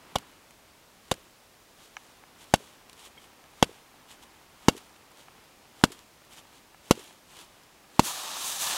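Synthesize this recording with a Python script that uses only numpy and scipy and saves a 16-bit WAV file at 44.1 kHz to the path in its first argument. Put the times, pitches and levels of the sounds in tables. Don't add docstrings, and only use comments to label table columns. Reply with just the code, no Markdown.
import sys
import numpy as np
from scipy import signal
from scipy.fft import rfft, irfft
from scipy.io import wavfile
from scipy.ndimage import uniform_filter1d

SR = 44100
rng = np.random.default_rng(int(sys.argv[2]) if len(sys.argv) > 2 else 0)


def put_to_file(sound):
    columns = np.atleast_2d(sound).T
    safe = np.clip(columns, -1, 1)
    whole_steps = np.round(safe * 32767)
    wavfile.write(sys.argv[1], SR, whole_steps.astype(np.int16))


N = 386757
TIME = np.arange(N) / SR
AGE = TIME[:SR // 5]

# start in seconds, force in dB, timing offset of the fingertip tick in seconds
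# (0 for no tick), flex level in dB, flex frequency in Hz, crack level in dB, ring level in dB,
# bite level in dB, bite frequency in Hz.
BLOWS = [(0.1581, -20, .0026, -12.5, 770, -23.5, -27.5, -17.5, 3500),
         (1.1157, -16.5, .0027, -15, 810, -18, -31.5, -14, 3700),
         (2.538, -9.5, 0.00039, -2.5, 779, -10.5, -19.5, -14.5, 2020),
         (3.6258, -4.5, 0.00023, -3.5, 823, -12.5, -19.5, -5.5, 3250),
         (4.6835, -0.5, 0.000068, -5, 847, -9.5, -17.5, -13, 2340),
         (5.8375, -1, 0, -4.5, 890, -8.7, -22.5, -10, 1320),
         (6.9090, -2, 0.000093, -9, 820, -9, -21, -14, 3150),
         (7.9935, -1.5, 0, 0, 904.8, -10, -25, -14.5, 1245)]
# frequency in Hz, relative level in dB, time to decay by 60 dB (t60) in seconds.
BLADE_MODES = [(436, -2, 0.021), (527, -3.5, 0.034), (1138, -1.5, .025), (1478, -3.5, 0.034),
               (2222, -5.5, 0.038), (2430, -7, 0.029), (2744, 2.5, .035), (3042, -1, 0.035),
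               (3370, -7.5, 0.042), (3910, -5, .034), (4650, -8, 0.047), (5440, -15, 0.051),
               (6630, -17, .04), (7500, -17, 0.053), (8050, -14, 0.027)]
GEAR_MODES = [(765, 2, 0.024), (1020, -1, 0.015), (1270, -4, .025), (1709, -2, 0.017), (2200, -2.5, 0.02),
              (2480, 1.5, 0.0074), (3120, -4, 0.011), (4100, -11, .007), (5930, -2, 0.015),
              (6740, -3, .007)]
CLINK_MODES = [(2180, 0, 0.061), (3200, 1.5, 0.051), (3280, -2, 0.052)]
# delay in seconds, gain in dB, centre in Hz, filter width in Hz.
ECHOES = [(.0405, -36, 260, 200), (.0645, -26.5, 408, 190), (.0835, -32, 400, 150)]
# time in seconds, base level of the grinding in dB, that of the fizz in dB.
SLIDE_LEVELS = [(8.02, -51, -48), (8.05, -45.5, -35), (8.07, -41, -34), (8.13, -44, -40.5),
                (8.332, -42.5, -44.5), (8.478, -44, -35), (8.584, -44.5, -39), (8.616, -41, -32),
                (8.76, -35.5, -37)]
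# start in seconds, level in dB, t60 in seconds.
RATTLES = [(0.507, -46, .015), (2.896, -43, .02), (2.93, -46, .034), (4.766, -38.5, .022),
           (4.776, -40.5, 0.053), (5.9176, -38, 0.068), (5.991, -43.5, .017), (6.992, -43, .05)]
# start in seconds, level in dB, favoured frequency in Hz.
KNOCKS = [(1.9676, -29, 2220), (2.237, -45, 1370), (3.440, -46.5, 2700), (5.283, -43, 1100),
          (5.812, -44.5, 1000), (6.745, -45.5, 1100), (7.108, -49, 1100)]
# middle in seconds, half length in seconds, swish level in dB.
SLEEVE_RUBS = [(1.83, .043, -58), (2.05, .1, -63.5), (2.42, .025, -55), (2.643, 0.094, -59.5),
               (3.005, 0.027, -54.5), (3.056, 0.019, -50.5), (3.23, .03, -59.5), (4.117, .022, -53),
               (4.234, .0083, -52.5), (5.2, .03, -57), (6.331, .018, -52.5), (6.384, .014, -49.5),
               (6.56, .03, -60.5), (7.02, .085, -54), (7.368, 0.054, -53.5), (7.409, .028, -52)]
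# middle in seconds after the blow,
# half length in seconds, swish level in dB, rustle level in dB.
ARM_SWING = [(-.45, .16, -72, -63.5), (-.025, 0.037, -59.5, -60), (0.062, 0.092, -58.5, -58)]
# time in seconds, level in dB.
RUSTLE_LEVELS = [(0, -58), (.17, -54.5), (.6, -73), (1.7, -75), (2.3, -63), (5.2, -63), (6.1, -72),
                 (8, -68)]
# frequency in Hz, relative spectral density in dB.
CRACK_SPECTRUM = [(100, -12), (330, 0.5), (520, 13.5), (1000, -5), (1400, 5), (1800, -8.5), (2900, -3),
                  (4200, -3.5), (5000, -5), (7300, -5), (8800, -11.5), (10300, -9.5), (13000, -18),
                  (16000, -28)]
GRIND_SPECTRUM = [(60, -27), (220, -11.5), (450, -12), (750, -1.5), (1080, 1.5), (1300, -1.5), (1500, -7.5),
                  (1750, -3.5), (2200, -21.5), (5000, -37)]
HISS_SPECTRUM = [(300, -28), (1500, -18), (2400, -5.5), (3000, -2.5), (3800, -0.5), (5000, -5.5),
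                 (6500, -6), (12000, -33)]
FIZZ_SPECTRUM = [(3000, -20), (5000, -10), (6200, -1), (7300, -2), (8500, -2.5), (11000, -5.5),
                 (14000, -10.5), (16000, -14)]
SWISH_SPECTRUM = [(300, -37.5), (1500, -11.5), (3200, 4.5), (5000, -3.5), (7000, -1.5), (11000, -6.5),
                  (16000, -18)]
RUSTLE_SPECTRUM = [(60, -10), (300, 1), (600, -3.5), (950, 1.5), (1600, -5), (3000, -7.5), (6000, -26),
                   (16000, -30)]
AIR_SPECTRUM = [(12, -29), (20, 4.5), (107, -6), (228, -5), (293, -5.5), (422, -6.5), (513, -6), (759, -7),
                (923, -7), (1260, -9), (1370, -10), (5230, -15), (16000, -23)]


def slaps():
    shudder_spectrum = [(25, -8.5), (80, -7.5), (250, 0.5), (380, -10.5), (600, -13.5),
                        (1200, -19.5), (5000, -39.5)]
    out = np.zeros(N)
    for s, force_db, offset_s, flex_db, flex_hz, crack_db, ring_db, bite_db, bite_hz in BLOWS:
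        if offset_s:
            fingertips = amp(-21.5) * pulse(hz=950, peak_s=0.0014) + amp(-22) * crack(t60=0.025)
            add(out, s - offset_s + .0004, fingertips)
        thump_hz = 250 * 2 ** (0.04 * force_db)
        add(out, s, amp(force_db) * pulse(thump_hz, peak_s=0.0015))
        add(out, s + 0.00029, amp(flex_db) * pulse(flex_hz, peak_s=.95 / flex_hz))
        add(out, s + .0005, amp(crack_db) * crack(t60=.03))
        blade = ring(BLADE_MODES, scatter_db=-0.3, detune=0.013) * (1 - decay(t60=0.013))
        add(out, s + 0.001212, amp(ring_db) * blade)
        add(out, s + .001, amp(bite_db) * pulse(bite_hz, peak_s=0.00079))
        shudder = coloured(rng.standard_normal(len(AGE)), shudder_spectrum)
        envelope = decay(t60=0.15) * (1 - decay(t60=.03))
        add(out, s + 0.0043, amp(-34.5 + .5 * force_db) * shudder * envelope)
        rebound_s = .0148 - .00056 * force_db
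        add(out, s + rebound_s, amp(-34) * rattle(t60=.018))
    return out


def pulse(hz, peak_s):
    rise = AGE / peak_s
    return -np.sin(2 * np.pi * hz * AGE) * (rise * np.exp(1 - rise)) ** 2


def crack(t60):
    pressing = (decay(t60) + 0.76 * decay(t60=0.0046)) * (1 - decay(t60=.0022))
    return coloured(grains(len(AGE), spread_db=2.5), CRACK_SPECTRUM) * pressing


def ring(modes, scatter_db, detune):
    out = np.zeros(len(AGE))
    for k, (hz, db, t60) in enumerate(modes):
        level_draw, pitch_draw = rng.standard_normal(2)
        tone = np.sin(2 * np.pi * hz * (1 + detune * pitch_draw) * AGE)
        out += (-1) ** k * amp(db + scatter_db * level_draw) * tone * decay(t60)
    return out


def echoes(blows):
    out = np.zeros(N)
    for delay_s, db, hz, width_hz in ECHOES:
        once_filtered = resonance(blows, hz, width_hz)
        add(out, delay_s, amp(db) * resonance(once_filtered, hz, width_hz))
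    return out


def slab():
    times, *levels = np.transpose(SLIDE_LEVELS)
    grind_db, fizz_db = (np.interp(TIME, times, level) for level in levels)
    hiss_db = grind_db + .4 * (fizz_db - grind_db)
    release = np.clip((TIME - BLOWS[-1][0]) / 0.02, 0, 1)
    stick_slip = unit_rms(uniform_filter1d(rng.standard_normal(N), size=400))
    grind = amp(grind_db + 0.25 + 0.8 * stick_slip) * coloured(grains(N, spread_db=3.5), GRIND_SPECTRUM)
    hiss = amp(hiss_db + 2.5 + 0.6 * stick_slip) * coloured(grains(N, spread_db=1.5), HISS_SPECTRUM)
    fizz = amp(fizz_db + .4 + 0.4 * stick_slip) * coloured(grains(N, spread_db=0.7), FIZZ_SPECTRUM)
    return release * (grind + hiss + fizz)


def shovel_rattles():
    out = np.zeros(N)
    for s, db, t60 in RATTLES:
        add(out, s, amp(db) * rattle(t60) * (1 - decay(t60=.12 * t60)))
    return out


def rattle(t60):
    spectrum = [(200, -5), (1800, -6), (3200, -1.5), (5000, -5.5), (7500, -4.5),
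                (11000, -8.5), (16000, -24)]
    return coloured(grains(len(AGE), spread_db=4.0), spectrum) * decay(t60)


def loose_gear():
    out = np.zeros(N)
    for s, db, favoured_hz in KNOCKS:
        add(out, s, amp(db) * knock(favoured_hz))
    for s in rng.uniform(KNOCKS[1][0], BLOWS[-1][0], size=22):
        jostle_db = -53.5 + 0.5 * rng.standard_normal()
        add(out, s, amp(jostle_db) * knock(favoured_hz=1050))
    add(out, s=3.177, sound=amp(-46) * ring(CLINK_MODES, scatter_db=1, detune=.005))
    return out


def knock(favoured_hz):
    modes = [(hz, db - 4 * np.log2(hz / favoured_hz) ** 2, t60) for hz, db, t60 in GEAR_MODES]
    return ring(modes, scatter_db=0.3, detune=0.012)


def jacket():
    moves = [(s, half_s, db, db - 4) for s, half_s, db in SLEEVE_RUBS]
    for s, force_db, *_ in BLOWS:
        size_db = 0.34 * force_db
        for after_s, half_s, swish_db, rustle_db in ARM_SWING:
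            moves.append((s + after_s, half_s, swish_db + size_db, rustle_db + size_db))
    swish_power = np.zeros(N)
    rustle_power = amp(np.interp(TIME, *np.transpose(RUSTLE_LEVELS))) ** 2
    for s, half_s, swish_db, rustle_db in moves:
        near = abs(TIME - s) < 4 * half_s
        swell = np.exp(-((TIME[near] - s) / half_s) ** 2)
        swish_power[near] += amp(swish_db) ** 2 * swell
        rustle_power[near] += amp(rustle_db) ** 2 * swell
    swish = np.sqrt(swish_power) * coloured(grains(N, spread_db=4.5), SWISH_SPECTRUM)
    rustle = np.sqrt(rustle_power) * coloured(grains(N, spread_db=4.5), RUSTLE_SPECTRUM)
    return swish + rustle


def crumbs():
    landings_per_s = sum(4 * np.exp(-np.clip(TIME - s, 0, None) / .35) * (TIME > s + .04)
                         for s, *_ in BLOWS[4:])
    out = np.zeros(N)
    for hz in np.geomspace(900, 6500, num=12):
        landings = (rng.random(N) < landings_per_s / SR) * amp(rng.uniform(-8, 0, N))
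        noise_band = unit_rms(resonance(rng.standard_normal(len(AGE)), hz, width_hz=1.2 * hz))
        out += signal.oaconvolve(landings, noise_band * decay(t60=0.027))[:N]
    return amp(-52) * out


def air():
    return amp(-57.5) * coloured(rng.standard_normal(N), AIR_SPECTRUM)


def amp(db):
    return 10 ** (np.asarray(db) / 20)


def unit_rms(x):
    return x / np.sqrt(np.mean(x ** 2) + 1e-20)


def add(mix, s, sound):
    part = mix[round(s * SR):][:len(sound)]
    part += sound[:len(part)]


def coloured(x, spectrum):
    hz, db = np.transpose(spectrum)
    bin_hz = np.fft.rfftfreq(len(x), 1 / SR)
    gain = amp(np.interp(np.log(bin_hz + 1), np.log(hz), db))
    return unit_rms(irfft(rfft(x) * gain, len(x)))


def grains(count, spread_db):
    return rng.standard_normal(count) * amp(spread_db * np.minimum(rng.exponential(1, count), 5))


def decay(t60):
    return np.exp(-np.log(1000) * AGE / t60)


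def resonance(x, hz, width_hz):
    return signal.lfilter(*signal.iirpeak(hz, hz / width_hz, fs=SR), x)


def scene():
    blows = slaps()
    mono = blows + echoes(blows) + shovel_rattles() + loose_gear() + jacket() + slab() + air() + crumbs()
    return np.array([mono, mono])


def record(dry):
    bass_cut_hz, ceiling, band_limit_hz = 46, .71, 15850
    lean = signal.sosfilt(signal.butter(2, bass_cut_hz, "highpass", fs=SR, output="sos"), dry)
    clipped = lean / (1 + (lean / ceiling) ** 8) ** (1 / 8)
    lowpass = signal.firwin(511, band_limit_hz, window=("kaiser", 9), fs=SR)
    return signal.oaconvolve(clipped, lowpass[None], "same", axes=1)


dry = scene()
out = record(dry)
put_to_file(out)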